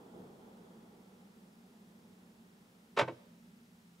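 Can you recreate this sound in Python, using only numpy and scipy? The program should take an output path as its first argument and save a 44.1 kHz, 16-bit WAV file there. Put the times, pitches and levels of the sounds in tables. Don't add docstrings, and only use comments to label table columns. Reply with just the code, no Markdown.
import sys
import numpy as np
from scipy import signal
from scipy.fft import rfft, irfft
from scipy.io import wavfile

SR = 44100
rng = np.random.default_rng(int(sys.argv[2]) if len(sys.argv) > 2 else 0)


def wrap_up_sound(samples):
    columns = np.atleast_2d(samples).T
    tamed = np.clip(columns, -1, 1)
    steps = np.round(tamed * 32767).astype(np.int16)
    wavfile.write(sys.argv[1], SR, steps)


N = 176400
T = np.arange(N) / SR

# f/Hz, relative level/dB
HISS_COLOUR = [(500, -1.5), (2000, -1), (4000, -4.5), (8000, -9), (15000, -15)]
# f/Hz, relative level/dB
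RUMBLE_COLOUR = [(25, -18), (55, -6.5), (110, 5), (300, -4), (600, -14.5), (1500, -8), (4000, -25.5)]
# f/Hz, width/Hz, level/dB
DRONE_BANDS = [(184.2, 29.2, -63.5), (227.7, 26.3, -64.5)]
# t/s, level change/dB
DRONE_WAVER = [(0, 0), (.3, 2), (.75, 2), (1.05, -0.5), (1.7, 0), (2.55, 0.5), (2.8, -3), (3.2, -0.5),
               (3.45, 3), (3.7, -1.5), (4, -2)]
# t/s, level/dB
CAR_FADE = [(0, -56.5), (.11, -59), (.17, -55.5), (.36, -60.5), (.46, -58.5), (.55, -60), (.66, -59),
            (1.0, -63), (1.5, -67), (2.1, -67), (2.7, -69), (4, -73.5)]
# f/Hz, relative level/dB
TYRE_COLOUR = [(30, -15), (70, -20.5), (140, -4), (450, 1.5), (600, -6), (850, -7), (1300, -13.5),
               (2300, -37.5), (4000, -40.5), (8000, -48.5)]
# f/Hz, width/Hz, level against the rest/dB
TYRE_RESONANCES = [(386.6, 51, -10), (812, 116, -12.5), (3330, 400, -22.5)]
# f/Hz, relative level/dB
BUMP_COLOUR = [(30, -22), (80, -12), (130, 4), (230, -0.5), (550, 0.5), (900, -25), (1800, -42)]
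# f/Hz, relative level/dB
ECHO_COLOUR = [(100, -3.5), (400, 1.5), (1000, -5), (3000, -2.5), (6000, 3), (12000, -5)]
# f/Hz, likeness (1 = the same)
STREET_STEREO = [(100, 1), (220, 0.99), (450, 0.67), (1000, 0.046), (2000, -0.49), (4000, 0.34),
                 (8000, 0.6), (12000, 1)]
# f/Hz, likeness
RATTLE_STEREO = [(120, .995), (450, 0.89), (1000, 0.85), (4000, 0.9)]
# t/s, level/dB, rise/s, dull above f/Hz, treble loss/dB per octave
CONTACTS = [(2.964, -43, 0.0041, 900, -1), (2.9705, -25.5, 0.0057, 1090, 2.5),
            (2.9878, -26, 0.0011, 1000, -0.5), (2.9926, -23.5, 0.0023, 1300, 1.8),
            (3.007, -26, .005, 604, 2), (3.076, -36.5, 0.0065, 1090, 6), (3.091, -31.5, 0.0015, 444, 21),
            (3.118, -47, 0.0046, 440, 30)]
# f/Hz, relative level/dB
RATTLE_COLOUR = [(90, -26), (190, -11), (450, -3), (950, -2), (1500, -8.5), (2700, -7.5), (4000, -17),
                 (6000, -24.5), (9000, -33), (15000, -55)]
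# f/Hz, relative level/dB, time to fade by 60 dB/s
RING_TONES = [(333.5, -18, 0.2), (430, -19, 0.19), (452.6, -15, 0.091), (516, -7.5, .1), (574, -8.5, .1),
              (626, -11.5, 0.092), (881, -10.5, 0.12), (930, -2.5, 0.067), (1066, -5, 0.055),
              (1179, -8, 0.074), (1387, -23, 0.078), (1543, -14.5, 0.14), (2250, -13, 0.095),
              (3875, -18, 0.037)]
# f/Hz, level before the bass cut/dB
BOOM_TONES = [(99, -42.5), (127, -36.5), (163, -46.5)]
# f/Hz, left minus right level/dB
MIC_BALANCE = [(100, -1), (220, -0.7), (450, -2), (1000, -1.5), (2000, 0.5), (5000, -.7), (12000, 0)]
# f/Hz, phase/rad
MIC_LEAD = [(200, 0), (450, 0.064), (1000, 0.43), (2000, .3), (5000, 0.11), (10000, 0)]


def from_db(db):
    return 10 ** (np.asarray(db) / 20)


def unit_power(x):
    return x / np.sqrt(np.mean(x ** 2) + 1e-20)


def at_hz(table, hz):
    freqs, values = np.transpose(table)
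    return np.interp(np.log(hz), np.log(freqs), values)


def butter(x, hz, kind, order=2):
    return signal.sosfilt(signal.butter(order, hz, kind, fs=SR, output="sos"), x + 1e-18)


def swell(t, rise_s, fade_s):
    return np.clip(t / rise_s, 0, 1) * from_db(-60 * np.maximum(t - rise_s, 0) / fade_s)


def delayed(x, start_s):
    return np.pad(x, ((0, 0), (int(start_s * SR), N)))[:, :N]


def stereo(mid, side, likeness):
    alike = np.clip(likeness, -1, 1)
    return (np.sqrt(1 + alike) * mid + np.sqrt(1 - alike) * side * np.array([[1], [-1]])) / np.sqrt(2)


def noise_bands(colour, size):
    edges = 22 * 2 ** np.arange(0, 9.6, .5)
    centres = np.sqrt(edges[1:] * edges[:-1])
    white = rng.standard_normal((2, 2, size + 8000))
    gains = from_db(at_hz(colour, centres))
    gains /= np.sqrt(np.sum(gains ** 2 * np.diff(edges)) * 2 / SR)
    return [(hz, gains[k] * butter(white[k % 2], edges[k:k + 2], "band", order=3)[:, -size:])
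            for k, hz in enumerate(centres)]


def wide_noise(colour, size=N):
    return sum(stereo(*pair, at_hz(STREET_STEREO, hz)) for hz, pair in noise_bands(colour, size))


def narrow_noise(hz, width):
    pair = butter(rng.standard_normal((2, N + SR)), [hz - width / 2, hz + width / 2], "band")[:, SR:]
    return unit_power(stereo(*pair, at_hz(STREET_STEREO, hz)))


def hiss():
    return from_db(-71.5) * wide_noise(HISS_COLOUR)


def town_rumble():
    return from_db(-72.5) * wide_noise(RUMBLE_COLOUR)


def far_traffic():
    drone = sum(from_db(db) * narrow_noise(hz, width) for hz, width, db in DRONE_BANDS)
    return from_db(np.interp(T, *np.transpose(DRONE_WAVER))) * drone


def far_bump(start_s=0.12):
    return from_db(-53.5) * swell(T - start_s, rise_s=.04, fade_s=1) * wide_noise(BUMP_COLOUR)


def leaving_car():
    peaks = sum(from_db(db) * narrow_noise(hz, width) for hz, width, db in TYRE_RESONANCES)
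    tyres = unit_power(wide_noise(TYRE_COLOUR) + peaks)
    return from_db(np.interp(T, *np.transpose(CAR_FADE))) * tyres


def street_echo(sound, level_db=-26):
    tail = wide_noise(ECHO_COLOUR, size=SR) * swell(T[:SR], rise_s=0.016, fade_s=0.97)
    return from_db(level_db) * signal.fftconvolve(sound, unit_power(tail) / np.sqrt(SR), axes=1)[:, :N]


def strength(hz, db, corner_hz, dull_db):
    return from_db(db - dull_db * max(np.log2(hz / corner_hz), 0))


def panel_boom(start_s=3.006, rise_s=0.0177, gap_s=0.053, loss_db=9.5):
    t = T - start_s
    swings = sum(from_db(-loss_db * k) * swell(t - gap_s * k, rise_s, fade_s=0.15) for k in range(3))
    return swings * sum(from_db(db) * np.sin(2 * np.pi * hz * (t - rise_s)) for hz, db in BOOM_TONES)


def panel_ring(trim_db=-3.5, scatter_db=2.5):
    ring = 0
    for hz, tone_db, fade_s in RING_TONES:
        tone = np.sin(2 * np.pi * (hz * T + rng.random()))
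        for start_s, db, rise_s, corner_hz, dull_db in CONTACTS:
            hit_db = db + trim_db + tone_db + scatter_db * rng.standard_normal()
            ring += tone * strength(hz, hit_db, corner_hz, dull_db) * swell(T - start_s, rise_s, fade_s)
    return ring


def panel_rattle(db, rise_s, corner_hz, dull_db, trim_db=-1.5):
    t = T[:SR // 2]
    rattle = 0
    for hz, pair in noise_bands(RATTLE_COLOUR, size=len(t)):
        fade_s = .11 / (hz / 1000) ** 0.13
        envelope = strength(hz, db + trim_db, corner_hz, dull_db) * swell(t, rise_s, fade_s)
        rattle += envelope * stereo(*pair, at_hz(RATTLE_STEREO, hz))
    return rattle


def panel_bang(bass_cut_hz=114):
    rattle = sum(delayed(panel_rattle(*contact), start_s) for start_s, *contact in CONTACTS)
    return butter(rattle + panel_ring() + panel_boom(), bass_cut_hz, "high", order=5)


def scene():
    bang = panel_bang()
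    return bang + street_echo(bang) + leaving_car() + far_bump() + far_traffic() + town_rumble() + hiss()


def record(dry):
    hz = np.maximum(np.fft.rfftfreq(N + SR, 1 / SR), 1)
    half = np.array([[.5], [-.5]])
    mics = from_db(half * at_hz(MIC_BALANCE, hz)) * np.exp(1j * half * at_hz(MIC_LEAD, hz))
    heard = irfft(rfft(dry, N + SR) * mics, N + SR)[:, :N]
    treble_cut = signal.ellip(12, .1, 80, 15700, fs=SR, output="sos")
    return signal.sosfilt(treble_cut, heard)


dry = scene()
out = record(dry)
wrap_up_sound(out)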